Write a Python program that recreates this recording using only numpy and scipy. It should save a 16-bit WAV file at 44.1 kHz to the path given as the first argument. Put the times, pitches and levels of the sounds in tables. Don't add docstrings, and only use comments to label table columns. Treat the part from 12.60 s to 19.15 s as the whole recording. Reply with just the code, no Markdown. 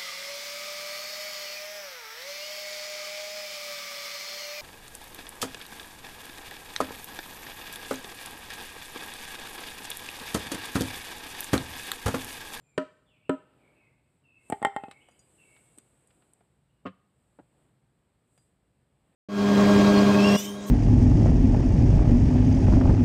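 import sys
import numpy as np
from scipy import signal
from scipy.fft import rfft, irfft
from scipy.io import wavfile

SR = 44100
rng = np.random.default_rng(int(sys.argv[2]) if len(sys.argv) > 2 else 0)


def to_wav(s):
    ch = np.atleast_2d(s).T
    pcm = np.round(np.clip(ch, -1, 1) * 32767)
    wavfile.write(sys.argv[1], SR, pcm.astype(np.int16))


N = 288855
AGE = np.arange(SR // 2) / SR
NORMAL_CONTACT_HZ = 1000


def from_db(db):
    return 10 ** (np.asarray(db) / 20)


def add(out, s, sound):
    at = max(0, round(s * SR))
    out[at:at + len(sound)] += sound[:N - at]


def noise(spectrum, size=N):
    hz, db = np.transpose(spectrum)
    bins = np.maximum(np.arange(size // 2 + 1) * SR / size, 1)
    gain = from_db(np.interp(np.log(bins), np.log(hz), db))
    bass_loss = np.sqrt(1 + (hz[0] / 2 / bins) ** 4)
    x = irfft(rfft(rng.standard_normal(size)) * gain / bass_loss, size)
    return x / x.std()


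def fade(t60, t=AGE):
    return np.exp(-np.log(1000) * t / t60)


def ring(modes, contact_hz, sign=-1):
    swell = 1 - np.exp(-AGE * contact_hz)
    total = 0
    for k, (hz, db, t60) in enumerate(modes):
        amplitude = sign ** k * from_db(db) / np.hypot(1, (hz / contact_hz) ** 2)
        total += amplitude * fade(t60) * np.sin(2 * np.pi * hz * AGE)
    return swell * total


def burst(spectrum, db, t60, rise_s=0.001):
    swell = 1 - np.exp(-(AGE / rise_s) ** 2)
    return from_db(db) * noise(spectrum, size=len(AGE)) * fade(t60) * swell


def shared(modes, shift_db):
    return [(hz, db + shift_db * ((k == 0) - (k == 1)), t60) for k, (hz, db, t60) in enumerate(modes)]


def ring_cutoff(hold_s, fall_s, floor_db):
    return from_db(floor_db * np.clip((AGE - hold_s) / fall_s, 0, 1))


def dull(x, hz):
    return signal.sosfilt(signal.butter(3, min(hz, .45 * SR), fs=SR, output="sos"), x)


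def thin(x, hz):
    return signal.sosfilt(signal.butter(2, hz, "high", fs=SR, output="sos"), x)


def bell_filter(x, hz, gain_db, q):
    a, w = from_db(gain_db / 2), 2 * np.pi * hz / SR
    k = np.sin(w) / (2 * q)
    return signal.lfilter([1 + k * a, -2 * np.cos(w), 1 - k * a], [1 + k / a, -2 * np.cos(w), 1 - k / a], x)


# f/Hz, relative level/dB
ECHO_SPECTRUM = [(80, -9.5), (300, -6.5), (600, -2), (1200, 2.5), (3000, 2.5), (8000, 1), (10000, -8),
                 (14000, -16.5)]


def yard_echo(x, wet_db, t60, late_db, late_t60):
    t = np.arange(2 * SR) / SR
    decay = fade(t60, t) + from_db(late_db) * fade(late_t60, t)
    onset = 1 - np.exp(-(t / 0.002) ** 2)
    echo = noise(ECHO_SPECTRUM, size=len(t)) * decay * onset
    return from_db(wet_db) * signal.fftconvolve(x, echo / np.linalg.norm(echo))[:N]


# f/Hz, relative level/dB
RUMBLE_SPECTRUM = [(20, -14.5), (38, -15), (54, 0), (75, -6), (100, -3.5), (126, 1.5), (160, -4),
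                   (250, -10.5), (500, -17), (1000, -23), (2200, -28.5), (4500, -33.5), (14500, -46)]


def distant_rumble():
    return from_db(-70.5) * noise(RUMBLE_SPECTRUM)


def whistle(length, start_hz, end_hz, db, waver):
    progress = np.linspace(0, 1, int(length * SR))
    hz = end_hz + (start_hz - end_hz) * (1 - progress) ** 2.5
    hz *= 1 + waver * noise([(60, -1.5), (180, -9.0), (900, -46.5)], size=len(progress))
    envelope = np.sin(np.pi * progress ** .7)
    return from_db(db) * envelope * np.sin(2 * np.pi * np.cumsum(hz) / SR)


# t/s, length/s, start f/Hz, end f/Hz, level/dB
SLURRED_NOTES = [(0.03, 0.16, 2490, 2350, -75), (0.455, .17, 3800, 2240, -70),
                 (0.621, 0.08, 2450, 2874, -67.5), (0.981, 0.14, 2510, 2200, -71),
                 (1.15, 0.065, 2700, 2516, -67), (1.183, 0.11, 2399, 2090, -71),
                 (1.635, 0.1, 2800, 2580, -64.5), (1.738, 0.035, 2560, 2676, -62),
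                 (1.76, 0.1, 2250, 2100, -76), (2.181, 0.083, 2650, 2587, -63),
                 (2.31, 0.09, 2315, 2187, -65), (2.393, 0.055, 2387, 3164, -64),
                 (2.776, 0.063, 2843, 2670, -62.5), (2.795, 0.24, 2330, 2200, -71.5),
                 (4.078, .07, 2757, 2900, -82.5)]
HIGH_NOTE = (0, 0.2, 7250.5, 7351.5, -77)


def far_birds(direct_db=-2.5):
    song = np.zeros(N)
    for s, *note in SLURRED_NOTES:
        add(song, s, whistle(*note, waver=0.025))
    s, *note = HIGH_NOTE
    add(song, s, whistle(*note, waver=0.0081))
    return from_db(direct_db) * song + yard_echo(song, wet_db=-1, t60=0.47, late_db=-6, late_t60=1.4)


# f/Hz, relative level/dB
WOOD_CRACK = [(150, -11), (350, -2.5), (1000, 4.5), (1800, 0.5), (3000, -2), (4500, -16.5), (7000, -29),
              (10000, -48), (14000, -62.5)]
STEEL_TICK = [(2500, -19), (5000, -16.5), (8000, 2.5), (10000, -2), (14500, -7)]
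FIBRE_SNAP = [(1500, -14), (2800, -3.5), (4200, -1.5), (6000, -5.5), (9000, -13), (14000, -30.5)]
# f/Hz, level/dB, T60/s
LOG_MODES = [(271.9, -2.5, .26), (614, -4.5, 0.32), (985, -10.5, 0.15), (1284, -7, 0.105),
             (1381, -9.5, .13), (1733, -10.5, 0.07), (1810, -4, 0.034), (1533, -5.5, 0.052),
             (182.5, -4.5, .085), (356, 5.5, .034), (423, 12, 0.022), (534, -11.5, 0.042),
             (790.3, -10, 0.046), (2340, -21, 0.082)]
# t/s, level/dB, contact cut-off f/Hz, shift to first mode/dB, snap level/dB
HAMMER_BLOWS = [(0.1776, -23, 1700, -2.5, -23), (0.6934, -20.5, 1176, 2, -50)]


def hammer_blows(crack_db=-13, tick_db=-18.5):
    out = np.zeros(N)
    cut_short = ring_cutoff(hold_s=0.054, fall_s=0.019, floor_db=-26)
    for s, db, contact_hz, spot_db, snap_db in HAMMER_BLOWS:
        hardness = contact_hz / NORMAL_CONTACT_HZ
        log = from_db(db) * ring(shared(LOG_MODES, spot_db), contact_hz) * cut_short
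        tick = dull(burst(STEEL_TICK, db + tick_db, t60=0.02), hz=6900)
        snap = dull(burst(FIBRE_SNAP, snap_db, t60=.016), hz=4800)
        crack = burst(WOOD_CRACK, db + crack_db, t60=0.035)
        add(out, s, log + snap + hardness ** 2 * (tick + crack))
    return out


# f/Hz, relative level/dB
SLEEVE_SPECTRUM = [(1500, -7), (3500, -1.5), (5500, -5.5), (8000, 8), (11000, -0.5), (14500, -12.5)]
PALM_SPECTRUM = [(100, -4), (300, 4), (600, -1), (1400, -10), (3000, -14), (6000, -32)]
# t/s at peak speed, length/s, sleeve level/dB, palm level/dB
ARM_STROKES = [(1.08, 0.34, -86.5, -66.5), (1.54, .11, -84.5, -97), (1.93, 0.14, -65, -68),
               (2.33, 0.56, -75.5, -68.5), (2.95, .55, -66.5, -67.5), (3.55, .45, -75, -70.5),
               (4.722, .3, -82, -79), (5.014, .17, -80.5, -70.5), (5.79, 0.16, -74.5, -92),
               (6.51, .18, -87, -72.5)]


def sleeves_and_palms(swish_db=-6, rub_db=-2):
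    t = np.arange(N) / SR
    sleeve, palm = from_db(-89.5), from_db(-79.5)
    for s, length, sleeve_db, palm_db in ARM_STROKES:
        speed = np.exp(-2 * ((t - s) / length) ** 2)
        sleeve = np.hypot(sleeve, from_db(sleeve_db) * speed)
        palm = np.hypot(palm, from_db(palm_db) * speed)
    swish = from_db(swish_db) * sleeve * noise(SLEEVE_SPECTRUM)
    rub = from_db(rub_db) * palm * noise(PALM_SPECTRUM)
    return swish + rub


def bounces(drop, count, flight_s=0.1144, restitution=0.64):
    s, db, contact_hz, roll_db, tick_db, tick_hz = drop
    loss_db, tick_loss_db, hardness_kept = 9, 17, 0.57
    return [(s + flight_s * (1 - restitution ** k) / (1 - restitution), db - k * loss_db,
             contact_hz * hardness_kept ** k, roll_db, tick_db - k * tick_loss_db, tick_hz)
            for k in range(count)]


# f/Hz, level/dB, T60/s
HAMMER_MODES = [(794.3, -1.64, 0.17), (865.3, -1, 0.095), (408, -14.5, 0.2), (1852, 0, 0.052),
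                (2104, -7.5, 0.095), (1335, 4.5, .015), (620, 4, 0.015), (1072, 4.5, .016),
                (2700, -16, .03), (3146, -9.5, 0.046), (3520, -12, .035)]
BOARD_MODES = [(125, -13.5, 0.032), (196, -8, 0.027), (275, 0, 0.023), (460, 3, 0.012), (660, -1.5, .018),
               (1050, -10, 0.011)]
# t/s, level/dB, contact cut-off f/Hz, roll shift/dB, tick level/dB, tick cut-off f/Hz
HAMMER_LANDINGS = [(1.8998, -35.5, 700, -2.5, -29.5, 13400), (1.9228, -31, 1500, -7, -35, 9000),
                   (1.9255, -27.5, 560, -4, -46.5, 8000), (2.0182, -38.5, 560, 2.5, -62, 8000),
                   (2.027, -30, 1900, -1, -38.5, 10000), (2.068, -38.5, 680, 2.5, -35, 7000)]
FREE_DROP = (2.0487, -19, 3300, 0, -17, 7600)


def hammer_dropped(board_db=5.5, crack_db=-4.5):
    out = np.zeros(N)
    for s, db, contact_hz, roll_db, tick_db, tick_hz in HAMMER_LANDINGS + bounces(FREE_DROP, count=4):
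        hardness = contact_hz / NORMAL_CONTACT_HZ
        handle = ring(shared(HAMMER_MODES, roll_db), contact_hz)
        board = from_db(board_db) / hardness * thin(ring(BOARD_MODES, contact_hz=2200, sign=0.99), hz=165)
        tick = dull(burst(STEEL_TICK, tick_db, t60=.006, rise_s=.0003), tick_hz)
        crack = burst(WOOD_CRACK, db + crack_db, t60=.022)
        add(out, s, from_db(db) * (handle + board) + crack + tick)
    return out


# f/Hz, relative level/dB
BUMP_SPECTRUM = [(70, -26), (160, 9), (350, -2), (600, -5), (1000, -13.5), (3000, -17), (6000, -21.5),
                 (14000, -58.5)]
# t/s, level before filtering/dB, centre f/Hz
HAND_BUMPS = [(2.311, -33, 2200), (2.485, -44.5, 910), (2.963, -46.5, 1880), (3.176, -40.5, 270),
              (3.183, -46.5, 2600), (3.505, -51, 2000), (3.621, -52, 1500), (3.806, -49, 800),
              (4.787, -38, 600), (4.7942, -36.5, 570), (5.775, -52.5, 1500)]


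def hand_bumps(spread_octaves=1.09):
    out = np.zeros(N)
    for s, db, hz in HAND_BUMPS:
        edges = hz * 2 ** np.array([-spread_octaves, spread_octaves])
        band = signal.butter(2, edges, "band", fs=SR, output="sos")
        add(out, s, signal.sosfilt(band, burst(BUMP_SPECTRUM, db, t60=0.041)))
    return out


# f/Hz, level/dB, T60/s
BLADE_MODES = [(4845, 0.5, 0.2), (5950, 6.5, 0.068), (6850, 5, 0.075), (8250, -27, 0.091),
               (8900, 10.5, 0.054), (11600, -45.5, .2)]
# t/s, tick level/dB, ring level/dB
BLADE_TOUCHES = [(2.312, -38, -80), (2.4861, -60, -78), (2.512, -74, -76), (2.592, -57.5, -68),
                 (3.176, -47, -87), (3.184, -38.5, -76), (3.4728, -51.5, -84), (3.734, -47.5, -93),
                 (5.7773, -58, -78)]


def knife():
    out = np.zeros(N)
    for s, tick_db, ring_db in BLADE_TOUCHES:
        modes = [(hz, db + 4 * rng.standard_normal(), t60) for hz, db, t60 in BLADE_MODES]
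        tick = dull(burst(STEEL_TICK, tick_db, t60=0.011), hz=10600)
        add(out, s, from_db(ring_db) * ring(modes, contact_hz=14000) + tick)
    return out


# f/Hz, level/dB, T60/s
CRADLE_MODES = [(104, -4, 0.086), (187.7, -7.5, 0.29), (278.7, 4, 0.085), (393, -8, 0.083), (518, 4, 0.083),
                (706, -9, 0.073), (1073, 4, 0.057), (1222, 3.5, 0.055), (1413, -7.5, 0.056),
                (1590, -16, 0.038), (2700, -8, 0.069)]
# t/s, level/dB, contact cut-off f/Hz
LOG_KNOCKS = [(4.252, -35, 505), (4.2569, -35, 1350), (4.2639, -37.5, 2600), (4.2722, -46, 1500)]


def log_rocked(crack_db=-12):
    out = np.zeros(N)
    cut_short = ring_cutoff(hold_s=0.055, fall_s=0.016, floor_db=-18)
    for s, db, contact_hz in LOG_KNOCKS:
        crack = contact_hz / NORMAL_CONTACT_HZ * burst(WOOD_CRACK, db + crack_db, t60=0.081)
        add(out, s, from_db(db) * ring(CRADLE_MODES, contact_hz) * cut_short + crack)
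    return out


def scene():
    blows = hammer_blows()
    clatter = hammer_dropped() + log_rocked() + hand_bumps() + knife()
    echoes = yard_echo(blows, wet_db=-14, t60=.22, late_db=-16, late_t60=0.83)
    echoes += yard_echo(clatter, wet_db=-15.5, t60=0.072, late_db=-14.5, late_t60=0.52)
    knocks = thin(blows + clatter + echoes, hz=65.6)
    return (knocks + far_birds() + sleeves_and_palms() + distant_rumble())[None]


def record(dry):
    x = bell_filter(dry, hz=6130, gain_db=-9.5, q=2.897)
    x = bell_filter(x, hz=8100, gain_db=12, q=4.2)
    x = thin(x, hz=45)
    return signal.sosfilt(signal.ellip(10, .2, 70, 14700, fs=SR, output="sos"), x)


dry = scene()
out = record(dry)
to_wav(out)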